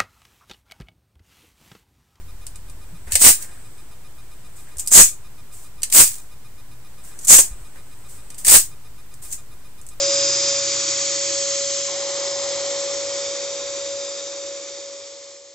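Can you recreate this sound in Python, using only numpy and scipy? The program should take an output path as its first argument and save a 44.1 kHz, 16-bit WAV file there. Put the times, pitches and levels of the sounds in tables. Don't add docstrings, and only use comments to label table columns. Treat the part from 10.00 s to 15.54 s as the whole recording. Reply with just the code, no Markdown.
import sys
import numpy as np
from scipy import signal
from scipy.fft import rfft, irfft
from scipy.io import wavfile

SR = 44100
rng = np.random.default_rng(int(sys.argv[2]) if len(sys.argv) > 2 else 0)


def dump_mix(stems):
    frames = np.atleast_2d(stems).T
    limited = np.clip(frames, -1, 1)
    pcm = np.round(limited * 32767).astype(np.int16)
    wavfile.write(sys.argv[1], SR, pcm)


N = 244314
FRAME, HOP = 1024, 256
TIME = np.arange(N) / SR
FRAME_TIME = np.arange(N // HOP + 5)[:, None] * HOP / SR
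BINS = np.fft.rfftfreq(FRAME, 1 / SR)
EDGE_HZ = 7850

LOWER_FROM_S, LOWER_TO_S = 0.16, 2.25
VALVE_S, VALVE_RISE_S, DRIBBLE = 1.872, 0.018, 0.28
PRIMED_S, SETTLE_S, CALM_SHARE = 2.7, 0.16, 0.46


def amp(db):
    return 10 ** (np.asarray(db) / 20)


def unit(x):
    return x / np.sqrt(np.mean(abs(x) ** 2) + 1e-20)


def read(points, hz):
    f, value = np.transpose(points)
    return np.interp(np.log(hz + 1), np.log(f + 1), value)


def ramp(t, start, length):
    return np.clip((t - start) / length, 0, 1)


def wander(rate, t=TIME):
    smooth = np.exp(-(np.fft.rfftfreq(N, 1 / SR) / rate) ** 2)
    drift = unit(irfft(rfft(rng.standard_normal(N)) * smooth, N))
    return np.interp(t, TIME, drift)


def tone(hz, db):
    cycles = np.cumsum(hz * np.ones(N)) / SR + rng.random()
    return np.sqrt(2) * amp(db) * np.sin(2 * np.pi * cycles)


# pitch_hz, correlation (left to right, 0-1)
STEREO_LIKENESS = [(60, 0.93), (250, .98), (500, 1), (1000, 0.98), (2050, 0.82), (4200, 0.7), (8000, 0.91)]


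def turbulence(gain):
    a, b, c, d = rng.standard_normal((4, len(FRAME_TIME), len(BINS)))
    same = np.clip(read(STEREO_LIKENESS, BINS), 0, 1)
    left = a + 1j * b
    right = same * left + np.sqrt(1 - same ** 2) * (c + 1j * d)
    spectra = (np.array([left, right]) * gain).swapaxes(1, 2)
    _, noise = signal.istft(spectra, nperseg=FRAME, noverlap=FRAME - HOP)
    return unit(noise[:, :N])


def raised(t):
    return 0.5 + 0.5 * np.cos(np.pi * ramp(t, LOWER_FROM_S, LOWER_TO_S - LOWER_FROM_S))


def valve(t):
    return ramp(t, VALVE_S, VALVE_RISE_S)


def settled(t):
    return ramp(t, PRIMED_S, SETTLE_S)


def liquid(t):
    dribble = DRIBBLE * raised(t) * (1 - valve(t))
    flow = dribble + valve(t)
    uneven = dribble + valve(t) * (1 - (1 - CALM_SHARE) * settled(t))
    return flow, uneven


# (per Hz, relative)
RUMBLE_COLOUR = [(20, -40), (36, -23.5), (55, -12), (80, 4), (105, -5.5), (150, -15), (220, -17.5),
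                 (500, -52.5), (2000, -89.5)]


def rumble(level_db=-63.0, raised_db=7, wet_db=3, gust_db=1):
    db = level_db + raised_db * raised(TIME) + wet_db * valve(TIME)
    return turbulence(amp(read(RUMBLE_COLOUR, BINS))) * amp(db + gust_db * wander(2.2))


# multiple (of 100 Hz), level_db (against the jet)
WINDING_LINES = [(1, -34.5), (2, -42)]


def hum(jet_db, mains_hz=100):
    return sum(tone(k * mains_hz, jet_db + db) for k, db in WINDING_LINES)


def drone(from_hz=123.5, to_hz=172, climb_s=4.5, level_db=-59.5, raised_db=9, hold_s=2.7, release_s=2.4):
    hz = from_hz + (to_hz - from_hz) * (1 - np.exp(-TIME / climb_s))
    level = level_db + raised_db * raised(TIME)
    return tone(hz, level) * (1 - ramp(TIME, hold_s, release_s))


# level_db, cancel_s (time of one cancellation), shift_hz (Doppler)
FAN_REFLECTIONS = [(-48, 2.73, 1.08), (-50, 2.86, -1.34)]


def fan_level(level_db=-40, raised_db=15):
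    direct = amp(level_db + raised_db * raised(TIME) ** 3)
    echoes = sum(amp(db) * np.exp(2j * np.pi * (TIME - cancel_s) * shift_hz)
                 for db, cancel_s, shift_hz in FAN_REFLECTIONS)
    return 20 * np.log10(abs(direct - echoes) + 1e-9)


# time_s, level_db
SHAFT_NOTE_LEVEL = [(0.0, -23.5), (0.26, -27), (0.34, -32), (0.52, -28), (0.82, -34.8), (1.4, -29.5),
                    (1.66, -29.5), (1.86, -32.5), (1.98, -30), (2.84, -27.5), (3.62, -29), (3.94, -25.5),
                    (4.2, -29.5), (4.52, -25.5), (4.68, -30.1), (4.94, -26), (5.0, -28.5), (5.54, -28.5)]
# multiple (of the shaft pitch), level_db (against the jet, before wavering)
SHAFT_OVERTONES = [(2, -37), (3, -35.5), (6, -33.5), (12, -32)]


def motor(jet_db, shaft_hz=559.45, blades=9, shake=0.041, flutter=0.076):
    sag_hz, sag_at_s, sag_width_s = 1.3, 1.3, 0.95
    hz = shaft_hz - sag_hz * np.exp(-((TIME - sag_at_s) / sag_width_s) ** 2)
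    time_s, level_db = np.transpose(SHAFT_NOTE_LEVEL)
    note = tone(hz, np.interp(TIME, time_s, level_db)) * (1 + shake * wander(25))
    whistle = tone(blades * hz, fan_level()) * (1 + flutter * wander(6))
    overtones = sum(tone(k * hz, jet_db + db + 2 * wander(1.6)) for k, db in SHAFT_OVERTONES)
    return note + whistle + overtones


# delay_ms (mean), strength (against the direct sound)
WEAK_ECHOES = [(1.602, 0.077), (2.199, 0.03), (2.46, 0.062), (2.981, 0.027), (3.549, 0.088)]
WALL_MS, SWING_MS, SWING_PERIOD_S, FARTHEST_S = 0.8944, 0.06, 3.95, 2.1


def reflections(wall_strength=0.25, sway=0.024, leaf_count=30, leaf_strength=0.05):
    wall_ms = WALL_MS + SWING_MS * np.cos(2 * np.pi * (FRAME_TIME - FARTHEST_S) / SWING_PERIOD_S)
    turn = -2j * np.pi * BINS / 1000
    paths = 1 + wall_strength * np.exp(turn * wall_ms)
    for ms, strength in WEAK_ECHOES:
        moving_ms = ms * (1 + sway * wander(0.37, FRAME_TIME))
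        paths = paths + strength * np.exp(turn * moving_ms)
    for ms in rng.uniform(3, 18, leaf_count):
        leaf = leaf_strength * rng.choice([-1, 1]) * BINS / (BINS + 400)
        moving_ms = ms + rng.normal() * wall_ms
        paths = paths + leaf * np.exp(turn * moving_ms)
    return abs(paths)


# centre_s, pitch_hz, length_s, level_db (peak)
FIRST_SPIT = (1.889, 1100, .004, -32)


def spit():
    centre_s, hz, length_s, db = FIRST_SPIT
    return amp(db) * np.exp(-((TIME - centre_s) / length_s) ** 2) * np.sin(2 * np.pi * hz * TIME)


def splutter(comb, level_db=-16.0, centre_hz=800, octaves=0.41, lumps_db=1.0):
    _, amount = liquid(TIME)
    band = np.exp(-0.5 * (np.log2((BINS + 1) / centre_hz) / octaves) ** 2)
    return amount * turbulence(band * comb) * amp(level_db + lumps_db * wander(35))


# pitch_hz, waver_hz, level_db (against the jet)
SPLUTTERING_NOTE = (512, 8, -15.5)
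# pitch_hz (before it sinks), waver_hz, level_db (against the jet)
SETTLED_NOTE = (501, 3, -13.5)


def nozzle_note(breath=0.48, sag_hz_per_s=3.8, build_s=0.25):
    calm = settled(TIME)
    hz, waver_hz, db = (a + (b - a) * calm for a, b in zip(SPLUTTERING_NOTE, SETTLED_NOTE))
    hz = hz - sag_hz_per_s * np.maximum(TIME - PRIMED_S, 0)
    rough = np.clip(breath * waver_hz / waver_hz.max(), 0, 1)
    swell = np.sqrt(1 - rough ** 2) + rough * wander(11)
    return ramp(TIME, VALVE_S, build_s) * swell * tone(hz + waver_hz * wander(11), db)


# (per Hz, relative)
AIR_COLOUR = [(170, -28.5), (270, -21.5), (345, -7.5), (420, -13), (480, -23), (820, -22.5), (1020, -17),
              (1600, -15.5), (2300, -12.5), (2850, -12), (4400, -5.5), (5250, -5), (5800, -2), (7050, 0.5),
              (7750, -3.5)]
# (per Hz, relative)
MIST_COLOUR = [(170, -23.5), (260, -15.5), (345, -0.5), (420, -1.5), (620, -11.5), (1150, -9.5),
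               (1600, -11), (2100, -7.5), (2800, -10.5), (3700, -4), (4800, -4), (6000, -.5), (7400, 0.5),
               (7800, -2.5)]
# pitch_hz, width_hz (half-width of the peak), boost_db
TUBE_RING = (3690, 36, 5.5)


def jet(comb, level_db=1.5, flutter_db=0.57):
    flow, _ = liquid(FRAME_TIME)
    ring_hz, width_hz, ring_db = TUBE_RING
    wet_db = read(MIST_COLOUR, BINS) + ring_db / (1 + ((BINS - ring_hz) / width_hz) ** 2)
    gain = comb * amp((1 - flow) * read(AIR_COLOUR, BINS) + flow * wet_db)
    gain = gain * (BINS < EDGE_HZ + 300)
    gain = gain * BINS ** 2 / (BINS ** 2 + 90 ** 2)
    gain /= np.sqrt(np.mean(gain ** 2, axis=1, keepdims=True))
    return turbulence(gain) * amp(level_db + flutter_db * wander(25))


def scene(level_db=-26.0, raised_db=3.5, wet_db=-2.5, choke_db=-1, choke_s=0.12):
    choke = choke_db * np.exp(-np.maximum(TIME - VALVE_S, 0) / choke_s)
    jet_db = level_db + raised_db * raised(TIME) + (wet_db + choke) * valve(TIME)
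    comb = reflections()
    background = rumble() + hum(jet_db) + drone()
    air = jet(comb) + splutter(comb) + nozzle_note()
    return background + motor(jet_db) + spit() + air * amp(jet_db)


# pitch_hz, lead_rad (left ahead of right)
LEFT_LEAD = [(20, 0.056), (150, 0.1), (560, 0.41), (1600, 0.76), (2600, .85), (4400, 0.62), (6500, 0.66),
             (8200, 0.16)]
# pitch_hz, balance_db (left over right)
LEFT_BALANCE = [(60, 2), (300, 1.2), (560, 1), (1000, 0), (2800, 1), (5000, -0.5), (8000, 0)]


def record(dry, low_cut_hz=55, fade_from_s=2.674, silent_s=5.808):
    hz = np.fft.rfftfreq(N, 1 / SR)
    port = amp(read(LEFT_BALANCE, hz) / 2) * np.exp(0.5j * read(LEFT_LEAD, hz))
    heard = irfft(rfft(dry) * np.array([port, 1 / port]), N)
    wind_filter = signal.butter(4, low_cut_hz, "high", fs=SR, output="sos")
    heard = signal.sosfilt(wind_filter, heard)
    heard = heard * (1 - ramp(TIME, fade_from_s, silent_s - fade_from_s))
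    low_pass = signal.firwin(401, EDGE_HZ, window=("kaiser", 9), fs=SR)
    return signal.oaconvolve(heard, low_pass[None], "same")


dry = scene()
out = record(dry)
dump_mix(out)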